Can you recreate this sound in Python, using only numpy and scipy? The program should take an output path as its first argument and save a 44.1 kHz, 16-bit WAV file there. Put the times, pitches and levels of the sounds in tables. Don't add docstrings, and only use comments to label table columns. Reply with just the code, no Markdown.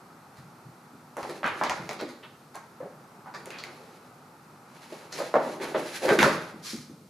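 import sys
import numpy as np
from scipy import signal
from scipy.fft import rfft, irfft, next_fast_len
from scipy.io import wavfile
from scipy.ndimage import map_coordinates

SR = 44100
rng = np.random.default_rng(int(sys.argv[2]) if len(sys.argv) > 2 else 0)


def dump(signal):
    limited = np.clip(np.atleast_2d(signal).T, -1, 1)
    pcm = np.round(limited * 32767).astype(np.int16)
    wavfile.write(sys.argv[1], SR, pcm)


N = 312953
SIZE = 2 ** 15
T, HZ = np.arange(SIZE) / SR, np.fft.rfftfreq(SIZE, 1 / SR)

# (frequency [Hz], spectral level [dB])
CREASE_COLOUR = [(300, -3), (800, 8.5), (1250, 11.5), (1850, 8.5), (2400, 2), (3100, -14.5), (6000, -55),
                 (15000, -84.5)]
# (frequency [Hz], spectral level [dB])
FIZZ_COLOUR = [(2000, -36), (6000, -1), (8600, -10), (10600, -6), (12500, -16.5), (14500, -23.5),
               (16000, -5)]


def amp(db):
    return 10 ** (np.asarray(db) / 20)


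def unit(x):
    return x / np.sqrt(np.mean(x ** 2) + 1e-20)


def along(points, hz):
    f, v = np.transpose(points)
    return np.interp(np.log(hz + 1), np.log(f + 1), v)


def wobble(rate):
    knots = rng.standard_normal(int(N * rate / SR) + 4)
    return map_coordinates(knots, [np.arange(N) * rate / SR])


def filtered(x, response):
    m = next_fast_len(x.shape[-1] + SIZE)
    spectrum = rfft(x, m) * response(np.fft.rfftfreq(m, 1 / SR))
    return irfft(spectrum, m)[..., :x.shape[-1]]


def stereo(pair, side_db):
    # (frequency [Hz], side minus mid [dB])
    side_levels = [(30, -4), (70, -15), (150, -32.5), (300, -25), (550, -17.5), (1100, -10), (2200, -6.5),
                   (4500, -8.5), (8000, -8.5), (12000, -5.5)]
    side = filtered(pair[1], lambda hz: amp(along(side_levels, hz) + side_db))
    return np.array([pair[0] + side, pair[0] - side])


def rush(colour, grain_db, side_db):
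    pair = rng.standard_normal((2, N)) * amp(grain_db * wobble(350))
    coloured = filtered(pair, lambda hz: amp(along(colour, hz)))
    return unit(stereo(coloured, side_db))


def smooth(colour):
    return rush(colour, grain_db=0, side_db=2.5)


def stroke(start, length, attack, fall_db_per_s):
    t = np.arange(N) / SR - start
    return np.clip(t / attack, 0, 1) * amp(-fall_db_per_s * np.maximum(t - length, 0))


def causal(colour):
    cepstrum = irfft(np.log(amp(along(colour, HZ))))
    return np.exp(rfft(2 * cepstrum * (np.arange(SIZE) < SIZE // 2)))


def resonance(hz, q):
    return (1j * HZ * hz / q / (hz * hz - HZ * HZ + 1j * HZ * hz / q)) ** 2


def room(direct=0.62, tail_level=0.59, build=0.0013, side_db=1.0, early=1.0, early_life=0.021):
    # (frequency [Hz], time to fall 60 dB [s])
    decay_times = [(100, 0.8), (300, 0.38), (1500, 0.62), (5000, 0.59), (14000, 0.12)]
    # (nominal delay [s], gain relative to the direct sound)
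    wall_echoes = [(.0034, 0.16), (0.0128, 0.45), (0.0145, 0.29), (.0182, .45), (.031, 0.31)]
    hz, t, z = signal.stft(rng.standard_normal((2, SIZE)), SR, nperseg=256)
    decay = amp(-60 * t / along(decay_times, hz)[:, None])
    tail = signal.istft(z * decay, SR, nperseg=256)[1][:, :SIZE]
    tail = tail * (1 - np.exp(-T / build)) * (1 + early * np.exp(-T / early_life))
    paths = tail_level * tail / np.linalg.norm(tail[0])
    for delay, gain in wall_echoes:
        arrival = int(delay * SR * rng.uniform(.94, 1.06))
        paths[:, arrival] += direct * gain * np.array([1, rng.normal(0, 0.524)])
    paths[0, 0] += direct
    return rfft(stereo(paths, side_db))


def slips(length, rate, first, uneven_db=4):
    u = T / max(length, 1e-4)
    strong_or_weak = np.where(rng.random(SIZE) < rate / SR, 1, .05)
    jerks = rng.standard_normal(SIZE) * strong_or_weak * u * np.exp(-u)
    jerks *= amp(uneven_db * rng.standard_normal(SIZE))
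    jerks /= np.linalg.norm(jerks)
    jerks[0] += first
    return rfft(jerks)


def add(out, s, parts, hold):
    sound = sum(amp(db) * unit(irfft(spectrum)) for spectrum, db in parts)
    sound = sound * np.sqrt(hold * SR / SIZE)
    start = int(s * SR)
    out[:, start:start + SIZE] += sound[:, :N - start]


def slaps(q=1.65, firm=0.004):
    # (time [s], level [dB], trapped-air pitch [Hz], shower time constant [s])
    slap_events = [(1.168, -29.5, 705, 0.0063), (1.233, -33.5, 730, 0.0027), (1.292, -35.5, 500, 0.0036),
                   (1.431, -29.5, 705, 0.0033), (1.443, -21.5, 1300, 0.0014), (1.613, -21, 834, 0.00066),
                   (1.625, -29.5, 910, 0.0006), (1.641, -27, 895, 0.0018), (1.696, -26, 735, 0.00079),
                   (1.893, -33, 626, 0.0012), (2.012, -33, 560, 0.0034), (2.553, -36, 815, 0.0033),
                   (2.803, -34.5, 525, 0.0067), (2.829, -36, 520, 0.0081), (3.260, -37, 895, 0.0081),
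                   (3.466, -40.5, 506, .0046), (4.922, -39.5, 450, 0.003), (5.189, -25, 560, 0.0077),
                   (5.341, -16.5, 650, 0.00099), (5.356, -14.5, 633.5, 0.00055),
                   (5.603, -34.5, 400, 0.0044), (5.747, -21, 533, 0.0014), (6.031, -27, 546, 0.0052),
                   (6.052, -21.5, 460, 0.0013), (6.082, -18, 513, 0.0073), (6.109, -18.5, 424, 0.0041),
                   (6.181, -23.5, 336, 0.00092), (6.230, -16.5, 1200, .0003), (6.248, -18, 520, 0.013)]
    # (frequency [Hz], spectral level [dB])
    board_colour = [(30, -46), (70, -35.5), (110, -2), (160, 5), (280, 14.5), (450, -17), (900, -41),
                    (3000, -95)]
    boards_db = -16
    crease_db, crease_db_per_octave, pocket_hz = -18.5, 7.5, 550
    out, boards, sheet = np.zeros((2, N)), causal(board_colour), causal(CREASE_COLOUR)
    for s, db, hz, spread in slap_events:
        contact = slips(spread, rate=770, first=firm / spread)
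        blow = room(direct=0.77, tail_level=0.98, build=0.0013) * contact
        crease = crease_db + crease_db_per_octave * np.log2(hz / pocket_hz)
        air_part = (blow * resonance(hz, q), db)
        board_part = (blow * boards, db + boards_db)
        sheet_part = (blow * sheet, db + crease)
        add(out, s, [air_part, board_part, sheet_part], hold=0.01)
    return out


def ticks(close=1.12):
    # (time [s], level [dB], crack relative to the level [dB])
    tick_events = [(1.169, -42.5, 8), (1.230, -34.5, 5), (1.464, -37, 2), (1.477, -35, 6),
                   (1.637, -25.5, -16), (1.6965, -23.5, 1), (1.892, -27.5, -6), (1.911, -34.5, 3),
                   (1.932, -38, 4.5), (2.012, -36, -5), (2.556, -40, -3), (3.458, -40, -2),
                   (3.505, -34, -28.5), (3.638, -31, -10), (6.189, -22, 3), (6.212, -34, 12.5),
                   (6.22, -24.5, 8.5), (6.2295, -17.5, 9)]
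    # (frequency [Hz], spectral level [dB])
    snap_colour = [(60, -42), (600, -6.5), (2200, 10), (3100, -3), (4300, 2), (6500, 0), (8600, -10),
                   (10500, -10), (13500, -18.5), (16000, -46)]
    fizz_db = -38.5
    out, skin = np.zeros((2, N)), causal(snap_colour)
    sheet, pores = causal(CREASE_COLOUR), causal(FIZZ_COLOUR)
    for s, db, crack in tick_events:
        crackle = slips(.0004, rate=25000, first=.3)
        click = close * crackle + room(direct=0.38, tail_level=0.93, build=0.0025, side_db=2.5)
        add(out, s, [(click * skin, db), (click * sheet, db + crack), (click * pores, fizz_db)], hold=0.0049)
    return out


def scratches(q=1.8):
    # (time [s], level [dB], rasp pitch [Hz], tearing relative to the level [dB],
    # shower time constant [s])
    claw_events = [(1.432, -30.5, 2760, 8, 0.021), (1.642, -36, 3470, 6, .0088),
                   (1.692, -41, 5900, 16, 0.0082), (1.897, -47.5, 4700, -3, 0.0068),
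                   (1.992, -37, 4070, 3, 0.0071), (2.229, -44, 2970, 2, 0.005),
                   (3.340, -41.5, 4550, 8.5, 0.005), (3.513, -39, 2600, 0, 0.024),
                   (3.585, -37.5, 4240, -5, 0.002), (3.631, -47.5, 4500, 8.5, 0.013),
                   (5.123, -34, 5060, -6, 0.0033), (5.601, -42.5, 3440, 12, .024),
                   (5.743, -39.5, 3300, 11.5, 0.0062), (6.083, -32.5, 3400, 16.5, 0.0045),
                   (6.19, -13, 1890, -12.5, .0008)]
    # (time [s], level [dB], shower time constant [s])
    pad_events = [(0.358, -52.5, 0.011), (1.292, -41.5, 0.0033), (2.079, -46, 0.013),
                  (2.543, -48.5, 0.0046), (3.452, -57, .006), (5.181, -35.5, 0.013), (6.072, -30, 0.01),
                  (6.197, -24, 0.026)]
    pad_hz, pad_tear_db = 4700, 3
    claw_fizz_db, pad_fizz_db = -17, 1
    out, sheet, pores = np.zeros((2, N)), causal(CREASE_COLOUR), causal(FIZZ_COLOUR)
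    claws = [(s, db, hz, tear, claw_fizz_db, length) for s, db, hz, tear, length in claw_events]
    pads = [(s, db, pad_hz, pad_tear_db, pad_fizz_db, length) for s, db, length in pad_events]
    for s, db, hz, tear, fizz, length in claws + pads:
        rake = room(direct=0.93, tail_level=1.0, build=0.0021) * slips(length, rate=700, first=0.32)
        rasp_part = (rake * resonance(hz, q), db)
        add(out, s, [rasp_part, (rake * sheet, db + tear), (rake * pores, db + fizz)], hold=0.0076)
    return out


def thuds(q=1.96):
    # (time [s], level [dB], pitch [Hz])
    thud_events = [(0.384, -49.5, 146), (0.656, -49, 140), (0.933, -52, 243), (1.798, -43, 164.4),
                   (2.022, -38.5, 295), (2.829, -50, 173), (6.109, -35, 200), (6.186, -29, 225),
                   (6.232, -29, 177), (6.262, -35.5, 285), (6.542, -46.5, 196.4), (6.733, -38, 240),
                   (6.776, -46, 160), (6.897, -48, 226), (7.012, -55, 175.6)]
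    out = np.zeros((2, N))
    for s, db, hz in thud_events:
        thud = room(direct=0.92, tail_level=0.97) * resonance(hz, q)
        add(out, s, [(thud, db)], hold=0.042)
    return out


def sing(x, share_db=-4):
    # (frequency [Hz], width [Hz], level [dB])
    sheet_modes = [(2250, 33, 2), (2610, 110, -4), (4100, 250, -1), (4680, 88, -27), (6170, 120, -11),
                   (7140, 140, 0)]

    def bands(hz):
        return sum(amp(db) / (1 + (2 * (hz - centre) / width) ** 2) for centre, width, db in sheet_modes)

    return unit(filtered(x, lambda hz: 1 + amp(share_db) * bands(hz)))


def drag(slide_db=0, rumple_db=-2):
    # (start [s], length before the fall [s], sliding level [dB], rumpling level [dB])
    tugs = [(1.154, 0.19, -53.5, -44.5), (1.472, .33, -55, -45), (1.89, 0.15, -65, -45),
            (3.34, 0.47, -58.5, -51), (3.79, 0.21, -63.5, -58.5), (4.645, 0.18, -61, -63),
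            (4.741, 0.073, -50, -86), (4.881, 0.028, -46.5, -45), (5.1, 0.12, -43, -43),
            (5.38, 0.16, -49, -37.5), (5.59, 0.027, -40.5, -33), (5.737, 0.02, -44.5, -32.5),
            (5.804, 0.18, -41.5, -80), (6.002, 0.28, -38.5, -31)]
    # (frequency [Hz], spectral level [dB])
    slide_colour = [(300, -45), (900, -6.5), (1600, 10.5), (2400, 8), (3100, 4.5), (4500, 4.5), (6500, 1),
                    (8600, -6), (10500, 0.5), (13000, -12.5), (16000, -17)]
    # (frequency [Hz], spectral level [dB])
    rumple_colour = [(50, -53), (150, -4), (330, 3.5), (580, 1.5), (800, 3), (1300, -14.5), (2500, -71),
                     (6000, -59)]
    attack_s, slide_fall_db_per_s, rumple_fall_db_per_s = 0.055, 74, 74
    slide_strokes = [amp(db) * stroke(s, length, attack_s, slide_fall_db_per_s) for s, length, db, _ in tugs]
    rumple_strokes = [amp(db) * stroke(s, length, attack_s, rumple_fall_db_per_s) for s, length, _, db in tugs]
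    sliding = np.linalg.norm(slide_strokes, axis=0)
    rumpling = np.linalg.norm(rumple_strokes, axis=0)
    rubber = sing(rush(slide_colour, grain_db=1.0, side_db=0.0))
    folds = rush(rumple_colour, grain_db=1.5, side_db=2.5)
    hiss = amp(slide_db + 2.5 * wobble(30)) * sliding * rubber
    rumble = amp(rumple_db + 0.93 * wobble(34)) * rumpling * folds
    return hiss + rumble


def brush():
    # (start [s], length before the fall [s], level [dB])
    sweep = (6.62, 0.095, -38.5)
    # (frequency [Hz], spectral level [dB])
    cloth_colour = [(470, -64), (800, -37), (940, -18), (1240, -8.5), (1560, -13), (2360, -8), (2570, -15),
                    (3820, -9.5), (4330, -5), (6060, -8.5), (9010, -18), (10700, -15), (15600, -34)]
    start, length, db = sweep
    gain = amp(db) * stroke(start, length, attack=0.047, fall_db_per_s=115)
    return gain * rush(cloth_colour, grain_db=-1.0, side_db=1)


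def boom(hz, dip_hz=715, dip_width_hz=110, dip_db=-7):
    # (frequency [Hz], width [Hz], level [dB])
    low_modes = [(147, 53, -7.5), (243.3, 11, -1), (340, 27, -2), (413, 34, -4.5), (521, 100, -7.5),
                 (616, 7.5, -1.5), (920, 17, -21.5)]

    def peak(centre, width):
        return 1j * hz * width / (centre ** 2 - hz ** 2 + 1j * hz * width)

    ringing = 1 + sum(amp(db) * peak(centre, width) for centre, width, db in low_modes)
    return ringing * (1 - amp(dip_db) * peak(dip_hz, dip_width_hz))


def background(steady_db=-55, whir_db=-1):
    # (time [s], level [dB])
    air_levels = [(0, -53), (1.2, -54.5), (2.2, -58.5), (2.7, -54.5), (3.3, -52.5), (4.5, -54), (5.2, -51),
                  (6.3, -51.5), (7.1, -63)]
    # (frequency [Hz], spectral level [dB])
    air_colour = [(300, -14.5), (650, -4), (850, 1.5), (1020, -3.5), (1300, -0.5), (1700, -11), (2600, -18),
                  (6000, -60)]
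    # (frequency [Hz], spectral level [dB])
    quiet_colour = [(25, -48), (50, -52.5), (95, -7.5), (155, 0.5), (260, -3), (420, -8.5), (650, -14.5),
                    (1400, -28.5), (2200, -25.5), (3100, -26), (4300, -22), (7500, -26.5), (13000, -28),
                    (16000, -45.5)]
    air_db = np.interp(np.arange(N) / SR, *np.transpose(air_levels))
    air = amp(whir_db + air_db) * smooth(air_colour)
    steady = amp(steady_db) * unit(filtered(smooth(quiet_colour), boom))
    return air + steady


def scene():
    # (frequency [Hz], left minus right [dB])
    lean = [(200, 0.5), (550, -0.1), (1100, -1), (2200, -1.5), (4500, -0.5), (12000, 0)]
    scuffle = slaps() + ticks() + scratches() + thuds() + drag()
    placed = filtered(scuffle, lambda hz: boom(hz) * amp(np.outer([.5, -.5], along(lean, hz))))
    return placed + brush() + background()


def record(dry):
    top_hz = 15500
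    return filtered(dry, lambda hz: hz ** 4 / (hz ** 4 + 45 ** 4) * (hz < top_hz))


dry = scene()
out = record(dry)
dump(out)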